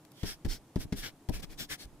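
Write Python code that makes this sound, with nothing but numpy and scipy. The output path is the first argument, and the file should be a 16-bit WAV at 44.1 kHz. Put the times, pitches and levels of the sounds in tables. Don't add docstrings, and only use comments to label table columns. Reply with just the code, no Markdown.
import sys
import numpy as np
from scipy import signal
from scipy.fft import rfft, irfft
from scipy.io import wavfile
from scipy.ndimage import uniform_filter1d

SR = 44100
rng = np.random.default_rng(int(sys.argv[2]) if len(sys.argv) > 2 else 0)


def dump_mix(stems):
    frames = np.atleast_2d(stems).T
    limited = np.clip(frames, -1, 1)
    pcm = np.round(limited * 32767).astype(np.int16)
    wavfile.write(sys.argv[1], SR, pcm)


N = 88200
TOUCH_SAMPLES = 20480
TOUCH_TIME_S = np.arange(TOUCH_SAMPLES) / SR

# (frequency [Hz], density [dB])
ROOM_SPECTRUM = [(20, -17), (60, -14), (135, 3.5), (210, -1.5), (260, -1), (300, 6.5), (350, -4.5),
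                 (470, -7.5), (800, -9), (1600, -19), (4000, -24), (10000, -24), (15500, -32.5)]
# (time [s], level [dB], fall [s], tilt [dB/oct], left-right [dB])
HAIR_TICKS = [(0.0506, -44, 0.0013, -1, 5), (0.1185, -43.5, 0.0013, 5, -1), (0.4634, -48, 0.0013, 3, 2),
              (0.7582, -39.5, 0.0016, -2, -1), (1.2884, -42, 0.0022, 1.5, -6), (1.2952, -35, 0.0015, 2, 6),
              (1.8542, -50, .0015, 0, -11)]
# (frequency [Hz], density [dB])
HAIR_SPECTRUM = [(100, 4.5), (330, 0), (650, -6), (1050, -7), (1650, 1.5), (2700, -2.5), (3400, 0.5),
                 (4400, 0.6), (5400, 1), (6300, -2.5), (7600, -3), (9500, -3.5), (12000, -4), (15500, -5.5)]
# (frequency [Hz], width [Hz], lift [dB])
RASP_PEAKS = [(1700, 170, 2.5), (2224, 170, 4), (3260, 420, 4), (4440, 150, 2.5), (5500, 800, 3)]
# (start [s], length [s], rasp level [dB], peak position [0-1], tilt [dB/oct],
# hollow centre [Hz], hollow half-width [oct], hollow lift [dB], left-right [dB], rub level [dB])
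FUR_STROKES = [(0.094, 0.3, -53, 0.55, 1, 3100, 0.41, 9.5, -4, -62),
               (0.228, 0.15, -39.5, 0.34, -0.65, 5300, 0.1, 7, 1.5, -61),
               (0.471, 0.13, -40.5, 0.31, -0.1, 5100, 0.39, 4.5, 2.5, -51.5),
               (0.775, .092, -45, 0.44, -0.1, 5660, .3, 0.5, 1.5, -50),
               (0.943, 0.11, -42.5, 0.41, 1.2, 3550, .3, 2, 3.5, -53.5),
               (1.006, 0.12, -39, 0.35, -2.76, 3450, 0.73, 2, 1.5, -64),
               (1.306, 0.11, -44.5, 0.41, -0.2, 2490, 0.11, 12, 3, -49),
               (1.385, .036, -50, 0.45, 1, 2400, .3, 5, 6.5, -49),
               (1.417, 0.05, -43.5, 0.3, -1.8, 3300, 0.16, 3, 4, -49.5),
               (1.482, 0.09, -53, 0.38, -0.2, 2400, .3, 5.5, 2, -54),
               (1.567, 0.11, -38, 0.36, 0.4, 3530, 0.36, 5, 3, -47.5),
               (1.68, 0.097, -36, 0.43, -1, 2050, .35, 4, 3.5, -57),
               (1.763, 0.11, -47, 0.52, 0.5, 4040, .25, 6, 3, -57)]
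# (frequency [Hz], density [dB])
RUB_SPECTRUM = [(50, -28), (120, -3.5), (200, -4), (350, -6.5), (600, -15), (1200, -27), (3000, -42)]
# (time [s], thud level [dB], push length [s], ring re push [dB], pad re push [dB],
# crunch level [dB], thud left-right [dB], crunch left-right [dB])
FINGER_LANDINGS = [(0.2317, -23.5, 0.005, -1, -8, -41.5, 6, 3),
                   (.448, -28.5, 0.0065, 2, -4.5, -41.5, 4.5, 3),
                   (0.7586, -22.5, 0.0042, 3, -11, -45, 4, 1.5),
                   (0.9239, -23.5, 0.0037, 0.5, -12, -39.5, 3, 3.5),
                   (1.2876, -24.5, 0.0072, 1.5, -2, -46, 6.5, 11)]
# (time [s], level [dB], push length [s], left-right [dB])
FINGER_KNOCKS = [(0.4608, -25.5, 0.0063, 8.5), (0.85, -34, 0.0055, 4), (1.439, -37, .0035, 9),
                 (1.608, -42, 0.0041, 10), (1.848, -43, 0.011, 0)]
# (frequency [Hz], t60 [s], level [dB])
HEAD_HAND_MODES = [(52.2, 0.17, -10.5), (107.5, 0.21, -14.5), (191.4, 0.11, -9), (262.8, 0.13, -12),
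                   (321.2, 0.11, -14.5), (399.3, 0.11, -17), (574, 0.026, -18), (852, 0.025, -22)]
# (frequency [Hz], density [dB])
PAD_SPECTRUM = [(60, -7), (200, 5.5), (400, -4.5), (520, -9.5), (900, -13.5), (1300, -34), (4000, -50)]
# (start [s], level [dB], fall [s], left-right [dB])
HAND_MOVES = [(0.236, -39, 0.049, -5), (.455, -29, 0.046, -3), (0.764, -37, 0.071, -8),
              (0.929, -39.5, 0.086, -2), (1.294, -33.5, 0.14, -4), (1.581, -50, .08, -3),
              (1.83, -51, .12, -6)]
# (frequency [Hz], density [dB])
RUMBLE_SPECTRUM = [(12, 0.5), (25, 10), (50, -2.5), (80, -9.5), (150, -24), (300, -22.5), (700, -61)]


def undb(db):
    return 10 ** (np.asarray(db) / 20)


def unit(x):
    return x / np.sqrt(np.mean(x ** 2))


def bins_hz(x):
    return np.maximum(np.fft.rfftfreq(x.shape[-1], 1 / SR), 1)


def colour(x, spectrum, tilt_db_oct=0):
    octave = np.log2(bins_hz(x))
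    hz, db = np.array(spectrum).T
    gain_db = np.interp(octave, np.log2(hz), db) + tilt_db_oct * np.maximum(octave - 10, 0)
    return unit(irfft(rfft(x) * undb(gain_db)))


def stereo(x, correlation):
    correlation = np.clip(correlation, -.99, .99)
    mid, side = np.sqrt(1 + correlation) * x[0], np.sqrt(1 - correlation) * x[1]
    return np.array([mid + side, mid - side])


def touch_noise(spectrum):
    return colour(stereo(rng.standard_normal((2, TOUCH_SAMPLES)), correlation=0.56), spectrum)


def arch(start_s, length_s, peak=0.42):
    corners_s = [start_s, start_s + length_s * peak, start_s + length_s]
    return np.sin(np.pi / 2 * np.interp(TOUCH_TIME_S, corners_s, [0, 1, 0]))


def burst(hold_s, fall_s):
    return np.exp(-np.maximum(TOUCH_TIME_S - hold_s, 0) / fall_s)


def place(x, start_s, db, pan_db):
    sides = unit(undb(np.array([[pan_db], [-pan_db]]) / 2))
    return np.pad(undb(db) * sides * x, ((0, 0), (int(start_s * SR), N)))[:, :N]


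def room_tone(level_db=-59, wide_above_hz=2320):
    correlation = 1 / (1 + (np.fft.rfftfreq(N, 1 / SR) / wide_above_hz) ** 2)
    white = irfft(stereo(rfft(rng.standard_normal((2, N))), correlation), N)
    return undb(level_db) * colour(white, ROOM_SPECTRUM)


def reflect(x, span_s=.006, level_db=-9, count=8):
    paths = np.zeros((2, int(span_s * SR) + 2))
    for path in paths:
        path[rng.integers(1, len(path), size=count)] = rng.standard_normal(count)
        path *= undb(level_db) / np.linalg.norm(path)
        path[0] = 1
    return signal.fftconvolve(x, paths, axes=1)[:, :TOUCH_SAMPLES]


def resonate(x):
    lift_db = sum(db / (1 + (2 * (bins_hz(x) - hz) / width_hz) ** 2) for hz, width_hz, db in RASP_PEAKS)
    return irfft(rfft(x) * undb(lift_db))


def hair_rasp(tilt_db_oct, clicks_per_s=16000, spread_db=2.2, shared_power=0.54, max_lag_s=.00016,
              flutter_db=.5, flutter_hz=130):
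    shape = (3, TOUCH_SAMPLES)
    slips = rng.random(shape) < clicks_per_s / SR
    clicks = slips * rng.standard_normal(shape) * undb(spread_db * rng.standard_normal(shape))
    lag_samples = int(rng.uniform(-0.92, 1) * max_lag_s * SR)
    shared = np.array([clicks[2], np.roll(clicks[2], lag_samples)])
    heard = np.sqrt(shared_power) * shared + np.sqrt(1 - shared_power) * clicks[:2]
    uneven_drag = unit(uniform_filter1d(rng.standard_normal(TOUCH_SAMPLES), int(SR / flutter_hz)))
    heard *= undb(flutter_db * uneven_drag)
    return colour(resonate(reflect(heard)), HAIR_SPECTRUM, tilt_db_oct)


def ticks():
    return sum(place(hair_rasp(tilt_db_oct) * burst(0, fall_s), start_s, db, pan_db)
               for start_s, db, fall_s, tilt_db_oct, pan_db in HAIR_TICKS)


def hollow(x, centre_hz, half_width_oct, lift_db):
    offset = np.log2(bins_hz(x) / centre_hz) / half_width_oct
    return unit(irfft(rfft(x) * undb(lift_db / (1 + offset ** 2))))


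def strokes():
    out = 0
    for start_s, length_s, rasp_db, peak, tilt_db_oct, *cavity, pan_db, rub_db in FUR_STROKES:
        speed = arch(0, length_s, peak)
        rasp = hollow(hair_rasp(tilt_db_oct), *cavity) * speed ** 2.41
        rub = touch_noise(RUB_SPECTRUM) * speed ** 2
        out += place(rasp, start_s, rasp_db, pan_db) + place(rub, start_s, rub_db, pan_db)
    return out


def thud(push_s, ring_db):
    push = arch(0, push_s)
    rebound = 0.53 * arch(push_s, 0.64 * push_s) ** 2
    age_s = np.maximum(TOUCH_TIME_S - push_s, 0)
    ring = 0
    for hz, t60_s, db in HEAD_HAND_MODES:
        detune = 1 + 0.015 * rng.standard_normal() + 0.041 * rng.standard_normal((2, 1))
        ring += undb(db - 60 * age_s / t60_s) * np.sin(2 * np.pi * hz * detune * age_s)
    return rebound - push + undb(ring_db) * ring


def landings():
    out = 0
    for start_s, db, push_s, ring_db, pad_db, crunch_db, thud_pan_db, crunch_pan_db in FINGER_LANDINGS:
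        rise = np.minimum(TOUCH_TIME_S / push_s, 1)
        pad = undb(pad_db) * touch_noise(PAD_SPECTRUM) * rise * burst(push_s, fall_s=0.011)
        crunch = hair_rasp(tilt_db_oct=-3.3) * burst(hold_s=0.0024, fall_s=0.011)
        out += place(thud(push_s, ring_db) + pad, start_s, db, thud_pan_db)
        out += place(crunch, start_s, crunch_db, crunch_pan_db)
    return out


def hand_rumble(rise_s=0.032):
    rise = np.minimum(TOUCH_TIME_S / rise_s, 1)
    taper = 1 - TOUCH_TIME_S / TOUCH_TIME_S[-1]
    return sum(place(touch_noise(RUMBLE_SPECTRUM) * rise * burst(rise_s, fall_s) * taper,
                     start_s, db, pan_db) for start_s, db, fall_s, pan_db in HAND_MOVES)


def knocks():
    return sum(place(thud(push_s, ring_db=-4), start_s, db, pan_db)
               for start_s, db, push_s, pan_db in FINGER_KNOCKS)


def scene():
    return landings() + knocks() + strokes() + ticks() + hand_rumble() + room_tone()


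def record(dry, cutoff_hz=15500):
    return signal.sosfilt(signal.ellip(10, .2, 80, cutoff_hz, fs=SR, output="sos"), dry)


dry = scene()
out = record(dry)
dump_mix(out)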